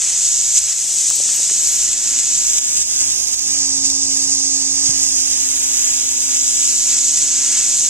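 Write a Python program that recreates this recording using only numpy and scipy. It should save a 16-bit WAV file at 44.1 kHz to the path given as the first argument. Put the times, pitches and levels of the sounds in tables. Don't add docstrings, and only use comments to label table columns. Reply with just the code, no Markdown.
import sys
import numpy as np
from scipy import signal
from scipy.fft import rfft, irfft
from scipy.io import wavfile
from scipy.ndimage import uniform_filter1d, map_coordinates

SR = 44100
rng = np.random.default_rng(int(sys.argv[2]) if len(sys.argv) > 2 else 0)


def gain_from_decibels(decibels):
    exponent = np.asarray(decibels, float) / 20
    return 10 ** exponent


def file_out(sig):
    cols = np.atleast_2d(sig).T
    lim = np.clip(cols, -1, 1)
    pcm = np.round(lim * 32767).astype(np.int16)
    wavfile.write(sys.argv[1], SR, pcm)


N = 347949
TIME = np.arange(N) / SR


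def level(x, db):
    return x * gain_from_decibels(db) / np.sqrt(np.mean(x ** 2))


def curves(table):
    s, *columns = np.transpose(table)
    return [np.interp(TIME, s, column) for column in columns]


def colour(x, points):
    hz, db = np.transpose(points)
    grid = np.maximum(np.arange(2049) * SR / 4096, 1)
    cepstrum = irfft(np.log(gain_from_decibels(np.interp(np.log(grid), np.log(hz), db))))
    cepstrum[1:2048] *= 2
    cepstrum[2049:] = 0
    return signal.fftconvolve(x, irfft(np.exp(rfft(cepstrum))))[:N]


def ring(x, hz, width):
    return signal.lfilter(*signal.iirpeak(hz, hz / width, fs=SR), x)


def shelf(x, hz, gain, above):
    low = signal.filtfilt(*signal.butter(2, hz, fs=SR), x)
    high = x - low
    return low + gain * high if above else gain * low + high


def walk(rate):
    hold = int(SR / rate)
    steps = np.repeat(rng.standard_normal(N // hold + 1), hold)
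    return 1.3 * uniform_filter1d(uniform_filter1d(steps, hold), hold)[:N]


def strikes(times, db):
    out = np.zeros(N)
    out[(np.asarray(times) * SR).astype(int)] = gain_from_decibels(np.asarray(db))
    return out


def delayed(x, samples):
    return map_coordinates(x, [np.arange(N) - samples], order=3, mode="nearest")


# (t/s, left port lag/ms, level/dB, nozzle tipped away 0-1)
AIM = [(0.0, 0.016, -17.5, 0.2), (.3, 0.041, -15, 0.2), (.62, 0.035, -16, 0.1), (1.1, 0.012, -16, 0.74),
       (1.4, 0.021, -14.5, 0.63), (1.65, .04, -14.5, 0.16), (2.25, .042, -16, 0.05),
       (2.5, 0.065, -14, 0.44), (2.85, 0.092, -13, 0.96), (3.3, 0.095, -16, .2), (3.65, 0.11, -15.5, 0.58),
       (4.8, 0.11, -15, 0.2), (5.25, .096, -13.5, 0.44), (5.5, 0.084, -13.5, 0.54), (6.2, 0.072, -14, 0.7),
       (6.65, 0.059, -12.5, 0.8), (7.1, 0.04, -14.5, .3), (7.89, 0.043, -14.5, 0.21)]
# (f/Hz, width/Hz, level above 10 kHz/dB)
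PORTS = [
    (7877, 1170, -4),
    (6815, 1147, -10),
]
# (t/s, length/s, swell level/dB, later gain duck level/dB)
SPURTS = [(0.572, 0.019, 7, 1.5), (0.727, 0.0065, 3, 3), (1.449, .008, 1.5, 1.5), (1.933, 0.0053, 1, 2),
          (2.195, 0.01, 3.5, 2), (2.58, 0.013, 3, 6), (2.773, 0.0055, 5, -1), (2.819, 0.011, 0.5, 5.5),
          (3.007, 0.0078, 4, -1.5), (3.275, 0.0062, 3, -0.5), (3.338, 0.011, 4, 3), (3.857, 0.014, 4, -1.5),
          (3.908, .008, 2, 0.5), (4.325, 0.015, 3, 0.5), (4.863, 0.0072, 3, -1), (5.035, 0.011, 3, 0),
          (6.5, 0.012, 0, 1)]


def spray():
    lag_ms, level_db, away = curves(AIM)
    swell_db = sum(db * np.exp(-((TIME - s) / length) ** 2) for s, length, db, _ in SPURTS)
    jet = nozzle_jet(swell_db, level_db)
    late_jet = delayed(jet, (lag_ms + 0.003) * SR / 1000)
    heard = [at_port(late_jet, swell_db, *PORTS[0]), at_port(jet, swell_db, *PORTS[1])]
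    left, right = level(np.array(heard), 0.21)
    aside = np.interp(lag_ms, (0.083, 0.11), (0, 1))
    left = hand_mirror(shaded_left(left, lag_ms, away, aside))
    right = right + (gain_from_decibels(5 * aside) - 1) * ring(right, 4900, 1300)
    right = shelf(right, 9600, gain_from_decibels(4.5 - 10.5 * away), above=True)
    return gain_from_decibels(level_db) * np.array([left, right])


# (t/s, peak level/dB)
DROPS = [(1.102, -15.5), (1.9313, -20.5), (2.1889, -19), (2.5847, -19), (2.7721, -31), (2.8152, -18),
         (3.285, -22), (3.8637, -23), (3.9019, -18), (4.0328, -18.5), (6.2056, -21), (6.48, -16.5)]


def nozzle_jet(swell_db, level_db):
    jet = droplets(2500, 2.6, 0.22) * gain_from_decibels(swell_db + 0.49 * walk(9) + 0.52 * walk(35))
    fat_drops = shelf(strikes(*np.transpose(DROPS)), 2500, gain_from_decibels(-19), above=False)
    jet = jet + fat_drops * gain_from_decibels(29 - level_db)
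    return shelf(jet, 2400, gain_from_decibels(2.8 * walk(8)), above=False)


def droplets(per_s, spread_db, share):
    when, size, sign = rng.random((3, N))
    size_gain = gain_from_decibels(-spread_db * np.log(size + 1e-4))
    pops = (when < per_s / SR) * size_gain * np.sign(sign - .5)
    share = np.clip(share, 0, 1)
    mist = np.sqrt(1 - share) * rng.standard_normal(N)
    return mist + np.sqrt(share) * level(pops, 0)


# (f/Hz, level/dB per Hz)
SPRAY_COLOUR = [(200, -36.5), (1000, -25), (1400, -17), (2600, -7), (3200, -5.5), (4500, -3), (6000, 1),
                (8000, -1.5), (10000, -4.5), (12500, -3), (14500, -6.5)]


def at_port(jet, swell_db, hz, width, top_db):
    splash = shelf(droplets(4000, 2.8, 0.16), 11800, gain_from_decibels(15.0 + 2.3 * walk(6.7)), above=True)
    splash = splash * gain_from_decibels(-11.5 + swell_db)
    rung = cavity(colour(jet + splash, SPRAY_COLOUR), hz, width)
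    return shelf(rung, 10600, gain_from_decibels(top_db), above=True)


def cavity(x, hz, width):
    b, a = signal.bilinear([1], [1, width / hz, 1], fs=.5 / np.tan(np.pi * hz / SR))
    return signal.lfilter(b, a, x)


# (left port lag/ms, f/Hz, width/Hz)
HOLLOWS = [
    (.082, 5090, 1007),
    (.097, 6030, 1000),
    (.106, 7200, 800),
    (.116, 9000, 1300),
]


def shaded_left(left, lag_ms, away, aside):
    left = shelf(left, 6200, gain_from_decibels(4 - 91.5 * lag_ms), above=True)
    hollow_db = -6 + 1 * away + 0.1 * walk(5.2)
    hollow_lags = np.transpose(HOLLOWS)[0]
    for one_hot, (_, hz, width) in zip(np.eye(len(HOLLOWS)), HOLLOWS):
        nearness = np.interp(lag_ms, hollow_lags, one_hot)
        left = left + (gain_from_decibels(hollow_db * nearness) - 1) * ring(left, hz, width)
    left = left + (gain_from_decibels(3.5 * aside) - 1) * ring(left, 5000, 1900)
    left = shelf(left, 4300, gain_from_decibels(-3.5 * aside), above=False)
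    return shelf(left, 10300, gain_from_decibels(-2 + 76 * lag_ms), above=True)


# (t/s, first notch f/Hz, reflected share 0-1)
HAND = [(3.05, 7300, 0.05), (3.2, 7440, 0.43), (3.6, 11300, 0.31), (3.9, 9700, 0.13), (4.7, 9200, 0.11),
        (5.3, 7500, 0.23), (6.4, 6960, 0.12), (6.8, 7050, 0.14)]


def hand_mirror(left):
    notch_hz, share = curves(HAND)
    return left + share * delayed(left, SR / (2 * notch_hz))


def dog():
    return paw_taps() + collar_tag() * gain_from_decibels(np.array([[3], [-14]]))


# (t/s, peak level/dB, f/Hz)
TAPS = [(1.109, -23, 1200), (1.2018, -25.5, 533), (1.255, -36, 500), (1.291, -25, 1500), (1.304, -35, 550),
        (1.401, -33, 550), (1.4993, -18.5, 2100), (1.512, -30, 380), (4.891, -27, 144), (7.382, -38, 219.4)]


def paw_taps():
    taps = np.zeros(N)
    for s, db, hz in TAPS:
        span = slice(int(s * SR), int(s * SR + 8 * SR / hz))
        age = np.maximum(TIME[span] - s, 0) * hz
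        taps[span] += gain_from_decibels(db) * 9 * age * np.exp(-age / 0.39) * np.sin(2 * np.pi * age)
        taps[span] += gain_from_decibels(db - 12) * 6 * age * np.exp(-age / 0.31) * np.sin(2 * np.pi * 5.0 * age)
    return taps


# (t/s, peak level/dB)
TAG = [(0.3152, -32), (1.1583, -19.5), (1.3428, -24), (1.36, -21), (1.725, -28), (1.7392, -41)]
# (f/Hz, level/dB, time to fall 60 dB/s)
TAG_MODES = [
    (13050, 0, .025),
    (14100, -2, .025),
    (9700, -4, .015),
]


def collar_tag():
    age = np.arange(SR // 10) / SR
    modes = sum(gain_from_decibels(db - 60 * age / t60) * np.sin(2 * np.pi * hz * age) for hz, db, t60 in TAG_MODES)
    return signal.fftconvolve(strikes(*np.transpose(TAG)), modes)[:N]


# (t/s, blade tone level/dB)
FAN = [(0.0, -56), (0.7, -64), (1.1, -54.5), (1.76, -51), (3.18, -49), (3.36, -53), (3.49, -44),
       (3.8, -37.5), (4.81, -38.5), (5.45, -45), (7.76, -47.5), (7.89, -49)]
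# (f/Hz, width/Hz, level/dB)
RUMBLE = [
    (54.9, 3.1, 3.5),
    (110.5, 1.9, -1.5),
    (176.4, 14, -2),
]


def fan(tone_db, rumble_db):
    phase = 2 * np.pi * np.cumsum(271.9 + 0.53 * walk(12)) / SR
    blades = np.sin(phase) + gain_from_decibels(-25) * np.sin(3 * phase)
    tone = np.sqrt(2) * gain_from_decibels(tone_db + 0.29 * walk(4.9)) * blades
    rumble = sum(level(ring(rng.standard_normal(N), hz, width), db) for hz, width, db in RUMBLE)
    both_ports = np.array([tone, np.roll(tone, -4)])
    return both_ports + level(rumble, -2.1) * gain_from_decibels(rumble_db)


# (f/Hz, level/dB per Hz)
YARD = [(15, -34), (25, -14), (64, 1), (216, -5.5), (269, -3), (329, -4), (983, -5), (1400, -20),
        (1820, -17), (3080, -120)]


def yard(wash_db, lag_ms):
    mid = colour(rng.standard_normal(N), YARD)
    side = colour(rng.standard_normal(N), YARD)
    side = (0.33 + 2.6 * lag_ms) * shelf(side, 220, gain_from_decibels(-2.5), above=False)
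    return level(mid + side * np.array([[1], [-1]]), 2.42) * gain_from_decibels(wash_db + 0.27 * walk(7.9))


def scene():
    tone_db, = curves(FAN)
    lag_ms = curves(AIM)[0]
    rumble_db = -56 + 86 * lag_ms
    wash_db = -49 + 0.2 * (tone_db + 51.5)
    return spray() + dog() + fan(tone_db, rumble_db) + yard(wash_db, lag_ms)


# (start t/s, end t/s, top f/Hz)
LOWER_TOP = [
    (1.85, 2.35, 13400),
    (6.3, 6.58, 13500),
    (6.58, 7.9, 12500),
]
# (start t/s, end t/s, low f/Hz, high f/Hz)
AGREE = [
    (3.2, 3.65, 9300, 10600),
    (3.75, 4.85, 8950, 9600),
    (5.0, 5.25, 9200, 10300),
]


def thrift(x, side_db, faint_db):
    frame = dict(window="cosine", nperseg=2048, noverlap=1024)
    hz, s, z = signal.stft(x, SR, **frame)
    pitch = hz[:, None]
    luck_db = 5 * blocks(rng.standard_normal(z.shape), size=12)
    pair = np.array([z[0] + z[1], z[0] - z[1]]) / 2
    band = blocks(abs(pair) ** 2, size=12)
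    near_middle = abs(s - 4.35) < .5

    sum_db = -13 + 20 * masked(pitch, s, luck_db[0, 200])
    sum_db = sum_db + (9 + 3 * near_middle) * (abs(pitch - 3100) < 150)
    limit_db = blocks(np.array([sum_db, side_db + 0 * sum_db]), size=12)
    middle = (pitch > 450) & (pitch < 5200)
    weak = band < band[::-1] * gain_from_decibels(2 * (limit_db + luck_db))
    pair = pair * ~(middle & weak)
    pair = pair * ~((pitch > 1500) & (pitch < 4700) & (abs(pair) ** 2 < .8 * band))

    thin_top = (s > 3.5) & (s < 4.85) & (pitch > 10800) & (luck_db[0] > -.3)
    flicker = near_middle & (abs(pitch - 3600) < 350) & (luck_db[1] > .3)
    pair[0] = pair[0] * ~(thin_top | flicker)
    for start, end, low, high in AGREE:
        agreed = (s > start) & (s < end) & (pitch > low) & (pitch < high)
        pair[1] = pair[1] * ~(agreed & (luck_db[1] > -1.2))

    z = np.array([pair[0] + pair[1], pair[0] - pair[1]])
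    loud = np.mean(abs(z) ** 2, axis=(0, 1))
    faint = (pitch > 9000) & (blocks(abs(z) ** 2, size=6) < loud * gain_from_decibels(2 * (faint_db + 7 * luck_db)))
    top_hz = 14200 - sum((14200 - top) * (s > start) * (s < end) for start, end, top in LOWER_TOP)
    z = z * ~faint * (pitch < top_hz)
    return signal.istft(z, SR, **frame)[1][:, :N]


# (t/s, length/s, shift f/Hz, widening f/Hz)
BAND_MOVES = [(2.9, .36, 50, 220), (3.44, .09, 550, 0), (3.6, .1, -300, 300), (4.3, .55, -230, -160),
              (5.06, .22, 50, 550), (6.77, .13, -800, -250)]


def masked(pitch, s, luck_db):
    turns = [np.exp(-((s - at) / length) ** 4) * np.array([[shift], [wider]])
             for at, length, shift, wider in BAND_MOVES]
    edge, width = np.array([[4500], [450]]) + sum(turns)
    width = width + 150 * np.maximum(luck_db, -1)
    return (pitch < edge) & (pitch > edge - width) & (s > 2.5) & (s < 6.9)


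def blocks(power, size):
    for axis, step in ((1, size), (2, 2)):
        length = power.shape[axis]
        means = np.add.reduceat(power, np.arange(0, length, step), axis=axis) / step
        power = np.take(np.repeat(means, step, axis=axis), np.arange(length), axis=axis)
    return power


def band_limit(x):
    return signal.sosfilt(signal.butter(12, 14990, fs=SR, output="sos"), x)


def record(dry):
    duck_db = 0
    for s, length, _, db in SPURTS:
        since = TIME - s - length
        duck_db = duck_db + db * (TIME > s + length) * np.exp(-np.maximum(since, 0) / 0.064)
    gain = gain_from_decibels(-uniform_filter1d(duck_db, size=200))
    mix = thrift(np.clip(dry * gain, -1, 1), side_db=-4, faint_db=-20.5)
    return band_limit(np.clip(mix, -1, 1))


dry = scene()
out = record(dry)
file_out(out)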